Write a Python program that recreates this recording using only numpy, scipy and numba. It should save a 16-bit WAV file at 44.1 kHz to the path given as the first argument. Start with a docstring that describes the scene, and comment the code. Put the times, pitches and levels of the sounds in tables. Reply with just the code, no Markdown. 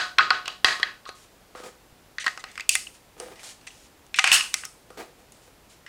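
"""Battery cells snap one by one into a hand-held plastic case, under an overhead microphone in a small
bare room. Each snap is a short crack that rings the case and the air pocket beside the cell. Around the
snaps, cells knock and roll on the table, fingers rub their sleeves, springs scrape, seated cells buzz and
soft pushes thump. Hands and table top scatter the sound close by, the walls answer later, and faint room
tone lies underneath. A limiter behind the microphone holds down the loudest snaps."""
import sys
import numpy as np
from scipy import signal
from scipy.fft import rfft, irfft, next_fast_len
from scipy.io import wavfile
from scipy.ndimage import uniform_filter1d, minimum_filter1d
from numba import njit

SR = 44100
rng = np.random.default_rng(int(sys.argv[2]) if len(sys.argv) > 2 else 0)


def int16_out(signal):
    """Quantize to a 16-bit WAV file."""
    q = np.round(np.clip(np.atleast_2d(signal).T, -1, 1) * 32767)
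    wavfile.write(sys.argv[1], SR, q.astype(np.int16))


N = 259308

# Spectrum of room noise and microphone hiss: f/Hz, relative density/dB
NOISE_FLOOR = [(12, -54.5), (20, -16.5), (33, -7.5), (65, -8.5), (181, -11), (226, -11), (344, -12),
               (455, -12), (710, -14), (1050, -16.5), (1170, -18.5), (1280, -18), (15700, -31.5)]
# Reverberation of the bare room: f/Hz, time to fall 60 dB/s
ROOM_T60 = [(300, 0.36), (1000, 0.35), (3000, 0.26), (7000, 0.43), (10000, 0.28), (14000, 0.51)]
# Soft pushes on case or table: t/s, level/dB, f/Hz
PUSHES = [(0.649, -18.5, 90), (1.926, -41, 64.6), (4.3164, -21, 301)]
# Modes of the table top: f/Hz, width/Hz, level/dB
TABLE_MODES = [(191, 28, -6.5), (349, 104, -0.5), (507, 19.3, 9), (607, 19, -1), (776, 160, -4),
               (1228, 41, -0.5), (1830, 2400, -16)]
# Cells tipped against the table top: t/s, peak level/dB
KNOCKS = [(1.551, -32), (1.601, -33.5), (1.665, -37), (3.167, -43), (3.201, -30.5), (3.261, -35.5),
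          (3.284, -36), (4.904, -35), (4.999, -32.5), (5.478, -43.5)]
# Cells rolled and dragged on the table: t/s, hold/s, rumble level/dB, sleeve hiss against rumble/dB
ROLLS = [(1.55, 0.055, -54, 0.5), (1.63, 0.038, -45, -6), (3.172, .03, -52.5, -6),
         (3.201, 0.12, -45.5, -14), (4.968, 0.042, -40, -13), (5.179, .02, -58, -9)]
# Spectrum of skin sliding on a cell's sleeve: f/Hz, relative density/dB
SKIN_SPECTRUM = [(400, -35.5), (1000, -5.5), (2500, 4), (4700, 3), (7000, 4), (10000, -1), (15500, -22)]
# Fingers turning a cell: t/s, hold/s, level/dB
RUBS = [(1.14, 0.09, -56.5), (2.93, 0.0097, -53.5), (3.385, 0.019, -51), (3.426, 0.071, -44.5),
        (3.7, 0.15, -57.5), (5.315, 0.026, -70), (5.405, 0.062, -61.5), (5.685, 0.033, -56)]
# Modes of a contact spring: f/Hz, width/Hz, level/dB
SPRING_MODES = [(1990, 240, -4.5), (3800, 1200, -8.5), (5600, 330, -5), (5800, 560, -3.5),
                (8800, 1700, -11)]
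# A cell end sliding over its spring: t/s, hold/s, level/dB
SCRAPES = [(1.07, 0.02, -49), (2.195, 0.027, -37.5), (2.39, 0.014, -45.5), (2.48, 0.035, -56.5),
           (2.86, 0.025, -56), (3.665, 0.014, -42.5), (4.163, 0.066, -37), (4.53, 0.0088, -41.5),
           (4.642, 0.013, -43)]
# Ringing modes of the plastic case and the metal cells in it:
# f/Hz, width/Hz, level when nearly empty/dB, level when loaded/dB
CASE_AND_CELL_MODES = [(390, 120, 8, -24), (440, 8.3, -11.5, -7.5), (726, 3, 14, 5), (773.5, 25, 6, 13),
                       (1091.4, 34, 12, -5), (1256, 15, 14, 5), (1490, 14, 8.5, -1.5), (1517, 22, 6, -10.5),
                       (1590, 120, 0.5, -9.5), (1798, 48, -6.5, 4), (1874, 61, 3.5, -0.5),
                       (2070, 36.2, 0, 10), (2410, 10, -25, 3.5), (2629, 74, 9.5, 10),
                       (2893, 150, -5.5, -0.5), (3230, 67, 13, -7), (3347, 66, 17.5, -26.5),
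                       (3900, 140, 18, -5.5), (4224, 48, 18.5, -8.5), (4660, 127, 14, 6), (5383, 29, -5, 9),
                       (5720, 97, -5.5, 8.5), (6530, 540, -15, -3), (6890, 120, -2, 8.5),
                       (7840, 680, -19, 6.5), (9080, 230, -2.5, 14.5), (9170, 210, -2.5, 7.5),
                       (9290, 400, -16.5, 16), (12200, 2400, -3, -45.5)]
# Load in the case: t/s, fill (0 = nearly empty, 1 = loaded with cells)
CASE_FILL = [(1.2, 0.28), (2.1, 0.42), (2.8, 0.82), (4.1, 0.81)]
# Freshly seated cells buzzing: t/s, hold/s, level/dB
BUZZES = [(.646, 0.0026, -26.5), (2.692, 0.0067, -38.5), (4.318, 0.019, -16)]
# Clicks of cells against the case or the table top:
# t/s, level/dB, air pocket f/Hz, thud/dB, hollow/dB, tick/dB, to walls/dB
# Thud, hollow and tick are band levels against the body band; "to walls" is against the direct sound.
CLICKS = [(-0.03, 3, 1520, -13.5, -5.5, -13.5, -7), (0.1821, -20, 1300, -18, -6, -44, -16),
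          (0.185, 1.5, 1410, -13.5, -6.5, -24, -5), (0.1923, -2.5, 1430, -16.5, 8, -43, -18.5),
          (0.2065, -9, 1590, -21, 7, -34, -30), (0.3044, -6, 1450, -10.5, -5.5, -23, -1),
          (0.3088, -4.5, 1440, 0.5, 16, -31, -21), (0.4567, -27.5, 2940, -5.5, -0.5, -10.5, 10),
          (0.4793, -17, 2870, -10, 2, -4.5, -7.5), (0.6453, 6, 1860, -7.5, -0.5, -6, -8),
          (0.6826, -17.5, 1844, -11, -6, -14.5, 10.5), (0.7983, -23, 1260, -3, -7.5, -13, 3.5),
          (0.83, -6, 1725, -22, -7.5, -27, -8), (1.0538, -35.5, 4250, -14, -2, -23, 7),
          (1.062, -28.5, 1220, -0.5, 13, -41, -1.5), (1.0905, -25.5, 1220, -0.5, -3, -9, -19),
          (1.5507, -36, 1310, -2, 0, -22, 11), (2.1834, -18.5, 1820, -56, -14, -25, -0.5),
          (2.205, -33, 1830, -20, -20, -12, -27), (2.2425, -27.5, 1940, -9, -3, -1.5, 10.5),
          (2.264, -13.5, 1960, -19, 0.5, -7.5, -27), (2.2678, -10.5, 1930, -8, -5, -23, -13),
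          (2.2793, -12, 1930, -18, 3, -12.5, -27), (2.3753, -25.5, 1300, -5, -5.5, -9, -9),
          (2.44, -24, 2100, -14, -3, -14, -2.5), (2.515, -44.5, 2140, -12, -23, 4, 9),
          (2.5558, -33, 2140, -16, -10, -12, 0.5), (2.5772, -23, 2400, -33, 0.5, -10, -3.5),
          (2.5973, -22, 2150, -20, -4.5, -15, -20), (2.6065, -23, 2520, -21, -27, -7, -18),
          (2.6921, -2.5, 2480, -20, -28, 9, -3.5), (2.753, -7.5, 2060, -20.5, -10, 3.5, -12.5),
          (2.8693, -27, 2900, -24, -7, -28, -12), (3.1997, -27, 9400, -13, -18, -1, -5),
          (3.357, -42.5, 1920, 2, -10, -7, 12), (3.3936, -39, 2360, -14, -21, -16, -15),
          (3.432, -35, 4100, 12, 7, 8, 6.5), (3.6117, -48, 2520, -7, 1, 2, 9),
          (3.669, -37.5, 2700, -19, -8, 3, 2), (3.673, -30.5, 2600, -11, -8, -11, -14),
          (3.705, -43, 2680, -15, -25, -20, -4.5), (4.065, -46.5, 895, 7, -3, 4, -9),
          (4.143, -16, 2270, -45, -14, -23, 2), (4.1608, -26, 3360, -37, -23, 4, 8),
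          (4.1875, -4, 2400, -24, -6, -18, -10), (4.1924, -6, 2800, -28, -3, -15.5, -12),
          (4.2416, -3, 2440, -18.5, -3, -12.5, 3.5), (4.2747, -9, 2350, -36.5, -12, -9, 0.5),
          (4.3167, 3.5, 2770, -28, -1, -3, -0.5), (4.4075, -11.5, 2840, -36.5, -18, -27, -6),
          (4.5411, -9, 2230, -31, -4, 7, -7.5), (4.6358, -26.5, 2500, -9, -3, -34, -17),
          (4.652, -24, 5260, -14, 23, 27, -7), (4.9053, -40, 1280, 4, 10, 5, 5),
          (5.3209, -42, 3690, 7, -3, 15, 3), (5.8636, -36.5, 1750, -36, -5, -18, 12)]

# Bands of a click: thud, hollow, body, clack, tick
BAND_HZ, BAND_WIDTH_HZ = [550, 1250, 2400, 5000, 9500], [600, 700, 1900, 3500, 6000]
LEAD = 4096  # samples played before time zero


def undb(db):
    """Decibels to amplitude."""
    return 10 ** (np.asarray(db) / 20)


def unit(x):
    """Scale to rms 1."""
    return x / np.sqrt(np.mean(x ** 2))


def bins(size):
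    """FFT frequencies in Hz, floored at 1."""
    return np.maximum(np.arange(size // 2 + 1) * SR / size, 1)


def curve(points, hz):
    """Interpolate (f/Hz, value) points on a log-frequency axis."""
    freqs, values = np.transpose(points)
    return np.interp(np.log(hz), np.log(freqs), values)


def resonances(modes, hz):
    """Complex response of (f/Hz, width/Hz, level/dB) modes; neighbours move in opposite senses."""
    return sum((-1) ** k * undb(db) * 1j * hz * width / (f * f - hz * hz + 1j * hz * width)
               for k, (f, width, db) in enumerate(modes))


def minimum_phase(db):
    """Causal response with this gain curve."""
    cepstrum = irfft(db * np.log(10) / 20)
    half = len(cepstrum) // 2
    cepstrum[1:half] *= 2
    cepstrum[half + 1:] = 0
    return np.exp(rfft(cepstrum))


def wander(samples):
    """Slow random motion, smoothed over this many samples; rms 1."""
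    return unit(uniform_filter1d(uniform_filter1d(rng.standard_normal(N), samples), samples))


def grit(response, spread_db):
    """Dense slips of uneven size through a frequency response; rms 1."""
    size = next_fast_len(N)
    slips = rng.standard_normal(size) * undb(spread_db * np.minimum(rng.exponential(size=size), 5))
    return unit(irfft(rfft(slips) * response(bins(size)), size)[:N])


def envelope(start, hold, db, rise_s, fade_db_s):
    """Gain of one movement: it swells, holds and fades."""
    age = np.arange(N) / SR - start
    return np.clip(age / rise_s, 0, 1) ** 2 * undb(db - fade_db_s * np.maximum(age - rise_s - hold, 0))


def room_tone(hum_hz=51, whine_hz=7450):
    """Quiet room noise and microphone hiss, with a hum and a thin whine that waver together."""
    t = np.arange(N) / SR
    top_hz = NOISE_FLOOR[-1][0]
    hiss = undb(-56) * grit(lambda hz: undb(curve(NOISE_FLOOR, hz)) * (hz < top_hz), spread_db=0)
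    waver = wander(3000)
    tones = sum(undb(db + 2.5 * waver) * np.sin(2 * np.pi * hz * t + 0.47 * waver)
                for hz, db in ((hum_hz, -71.5), (whine_hz, -83)))
    return hiss + np.sqrt(2) * tones


def room_echoes(sound, gap_s=0.006, rise_s=0.016, walls_db=-6.5, nearby_s=0.007, nearby_db=-9):
    """Hands and table top scatter close by; after a gap, diffuse echoes build up from the walls."""
    size = 32768
    t, hz = np.arange(size) / SR, bins(size)
    late = np.maximum(t - gap_s, 0)
    # the highest treble beams upward and hardly reaches the walls
    noise = rfft(rng.standard_normal(size)) / (1 + (hz / 13500) ** 4)
    tail = 0
    for centre_hz in 2 ** np.arange(5, 15.):
        octave = np.clip(1 - np.abs(np.log2(hz / centre_hz)), 0, 1)
        tail += irfft(noise * octave) * undb(-60 * late / curve(ROOM_T60, centre_hz))
    tail *= 1 - np.exp(-late / rise_s)
    nearby = rng.standard_normal(size) * np.exp(-t / nearby_s)
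    echoes = undb(walls_db) * tail / np.linalg.norm(tail)
    echoes += undb(nearby_db) * nearby / np.linalg.norm(nearby)
    return signal.fftconvolve(sound, echoes)[:len(sound)]


def thumps():
    """Each soft push gives case or table one heavily damped low swing."""
    t, out = np.arange(N) / SR, 0
    for start, db, hz in PUSHES:
        phase = 2 * np.pi * hz * np.maximum(t - start, 0)
        out += 2 * undb(db) * np.sin(phase) * np.exp(-phase / 0.69)
    return out


def table_knocks(contact_s=0.00023):
    """A tipped cell gives the table a short push that rings its modes."""
    size = 8192
    hz, out = bins(size), np.zeros(N + size)
    ring = irfft(resonances(TABLE_MODES, hz) / (1 + 1j * hz * contact_s) ** 2)
    ring /= np.max(np.abs(ring))
    for start, db in KNOCKS:
        i = int(start * SR)
        out[i:i + size] += undb(db) * ring
    return out[:N]


def skin_hiss(spread_db):
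    """Skin slides over a cell's sleeve in tiny slips."""
    return grit(lambda hz: undb(curve(SKIN_SPECTRUM, hz)), spread_db)


def rolling_cells(bump_s=0.015, bump_db=2.5):
    """A rolling cell bumps along unevenly and drives the table's modes while its sleeve hisses."""
    rumble = grit(lambda hz: resonances(TABLE_MODES, hz) + undb(-19) * (hz > 200) * (hz < 2500),
                  spread_db=3.7)
    sleeve = skin_hiss(spread_db=2.6)
    rumble = unit(rumble * undb(bump_db * wander(int(bump_s * SR))))
    return sum(envelope(start, hold, db, rise_s=0.0075, fade_db_s=275) * (rumble + undb(hiss_db) * sleeve)
               for start, hold, db, hiss_db in ROLLS)


def finger_rubs():
    """Fingers hiss on the sleeve as they turn a cell."""
    gain = sum(envelope(*rub, rise_s=0.014, fade_db_s=359) for rub in RUBS)
    return gain * skin_hiss(spread_db=2.0)


def spring_scrapes():
    """A sliding cell end chatters on its spring and rings it."""
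    gain = sum(envelope(*scrape, rise_s=0.0043, fade_db_s=1196.5) for scrape in SCRAPES)
    return gain * grit(lambda hz: resonances(SPRING_MODES, hz) / (1 + (hz / 9000) ** 4), spread_db=0.71)


def fill_at(seconds):
    """How loaded the case is at this moment, 0 to 1."""
    return np.interp(seconds, *np.transpose(CASE_FILL))


def case_and_cells(fill, hz, crack_db=0.5):
    """Ring of case and cells plus the bare crack; a load stiffens and damps the case, so modes trade."""
    modes = [(f, width, empty + fill * (full - empty)) for f, width, empty, full in CASE_AND_CELL_MODES]
    return resonances(modes, hz) + undb(crack_db)


def cell_buzzes():
    """A freshly seated cell buzzes against its neighbours: dense small impacts ring case and cells."""
    out = 0
    for start, hold, db in BUZZES:
        fill = fill_at(start)
        top_hz = 5500 + 5500 * fill  # steel on steel is brighter than steel on plastic

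        def ring(hz):
            above_bass = case_and_cells(fill, hz) / (1 + (1100 / hz) ** 3)
            return above_bass / (1 + (hz / top_hz) ** (7.5 - 4.4 * fill))

        out += envelope(start, hold, db, rise_s=0.0093, fade_db_s=424) * grit(ring, spread_db=1.8)
    return out


def contact_colour(thud_db, hollow_db, tick_db, hz):
    """Response of one contact: five bands, falling away below the thud and above the tick."""
    clack_db = 4.5 + 0.46 * tick_db  # the clack follows the tick part of the way
    density_db = np.array([thud_db, hollow_db, 0, clack_db, tick_db]) - 10 * np.log10(BAND_WIDTH_HZ)
    bass_db = density_db[0] - 17.5
    top_db = density_db[-1] - 21 + 0.34 * (tick_db - clack_db)
    return minimum_phase(curve([(100, bass_db), *zip(BAND_HZ, density_db), (17000, top_db)], hz))


def contact_all_round(moments, hz, contact_s):
    """All-pass: summed over all directions a contact is flat, each band struck at its own moment."""
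    delay_s = np.interp(hz, np.linspace(0, SR / 2, len(moments)), moments ** 2) * contact_s
    return np.exp(-2j * np.pi * np.cumsum(delay_s) * SR / (2 * len(hz) - 2))


def cell_clicks(contact_s=0.00212, pocket_width=0.15, pocket_db=2.5):
    """Cells hit case or table top, each a crack and a ring; returns sound to microphone and walls."""
    size = 16384
    hz, out = bins(size), np.zeros((2, N + LEAD + size))
    age = np.arange(size) / SR / (contact_s / 2)  # in half contact times
    fade = np.cos(np.linspace(0, np.pi / 2, size)) ** 2
    noises, timings = rng.standard_normal((len(CLICKS), size)), rng.random((len(CLICKS), 48))
    for row, noise, moments in zip(CLICKS, noises, timings):
        start, db, pocket_hz, thud_db, hollow_db, tick_db, walls_db = row
        to_mic = rfft(noise * np.sqrt(age) * np.exp(-age ** 2))  # a rattle of tiny impacts
        to_walls = contact_all_round(moments, hz, contact_s)
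        colour = contact_colour(thud_db, hollow_db, tick_db, hz)
        ring = case_and_cells(fill_at(start), hz)
        pocket = 0.5 + resonances([(pocket_hz, pocket_width * pocket_hz, pocket_db)], hz)
        click = irfft(np.array([to_mic, to_walls]) * colour * ring * pocket) * fade
        # the strength of a click sets its energy, as if spent in 4 ms
        rms = np.sqrt(np.sum(click ** 2, axis=1, keepdims=True) / (0.004 * SR))
        click *= undb(db) / (2 * rms)
        click[1] *= undb(walls_db)
        i = int(start * SR) + LEAD
        out[:, i:i + size] += click
    return out[:, :N + LEAD]


def scene():
    """At the microphone above the table: direct clicks and handling, their echoes, thumps, room tone."""
    direct, to_walls = cell_clicks()
    handling = rolling_cells() + finger_rubs() + spring_scrapes() + cell_buzzes() + table_knocks()
    to_walls[LEAD:] += undb(-8) * handling  # the hands shield small movements from the walls
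    clicks_and_echoes = (direct + room_echoes(to_walls))[LEAD:]
    return (clicks_and_echoes + handling + thumps() + room_tone())[None]


@njit
def recover(allowed, release):
    """Limiter gain follows a drop at once and creeps back afterwards."""
    gain, current = np.empty(len(allowed)), 1.
    for i in range(len(allowed)):
        current = min(allowed[i], current / release)
        gain[i] = current
    return gain


def record(dry, ceiling_db=-0.8, window_samples=33, release_s=0.011, top_hz=16930):
    """The microphone's limiter sees peaks a moment ahead and eases the gain down; the top is cut."""
    allowed = np.minimum(1, undb(ceiling_db) / (np.abs(dry[0]) + 1e-9))
    gain = recover(minimum_filter1d(allowed, window_samples), np.exp(-1 / (release_s * SR)))
    limited = dry[0] * uniform_filter1d(gain, window_samples)
    lowpass = signal.ellip(10, 0.2, 80, top_hz, fs=SR, output="sos")
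    return signal.sosfilt(lowpass, limited)[None]


dry = scene()
out = record(dry)
int16_out(out)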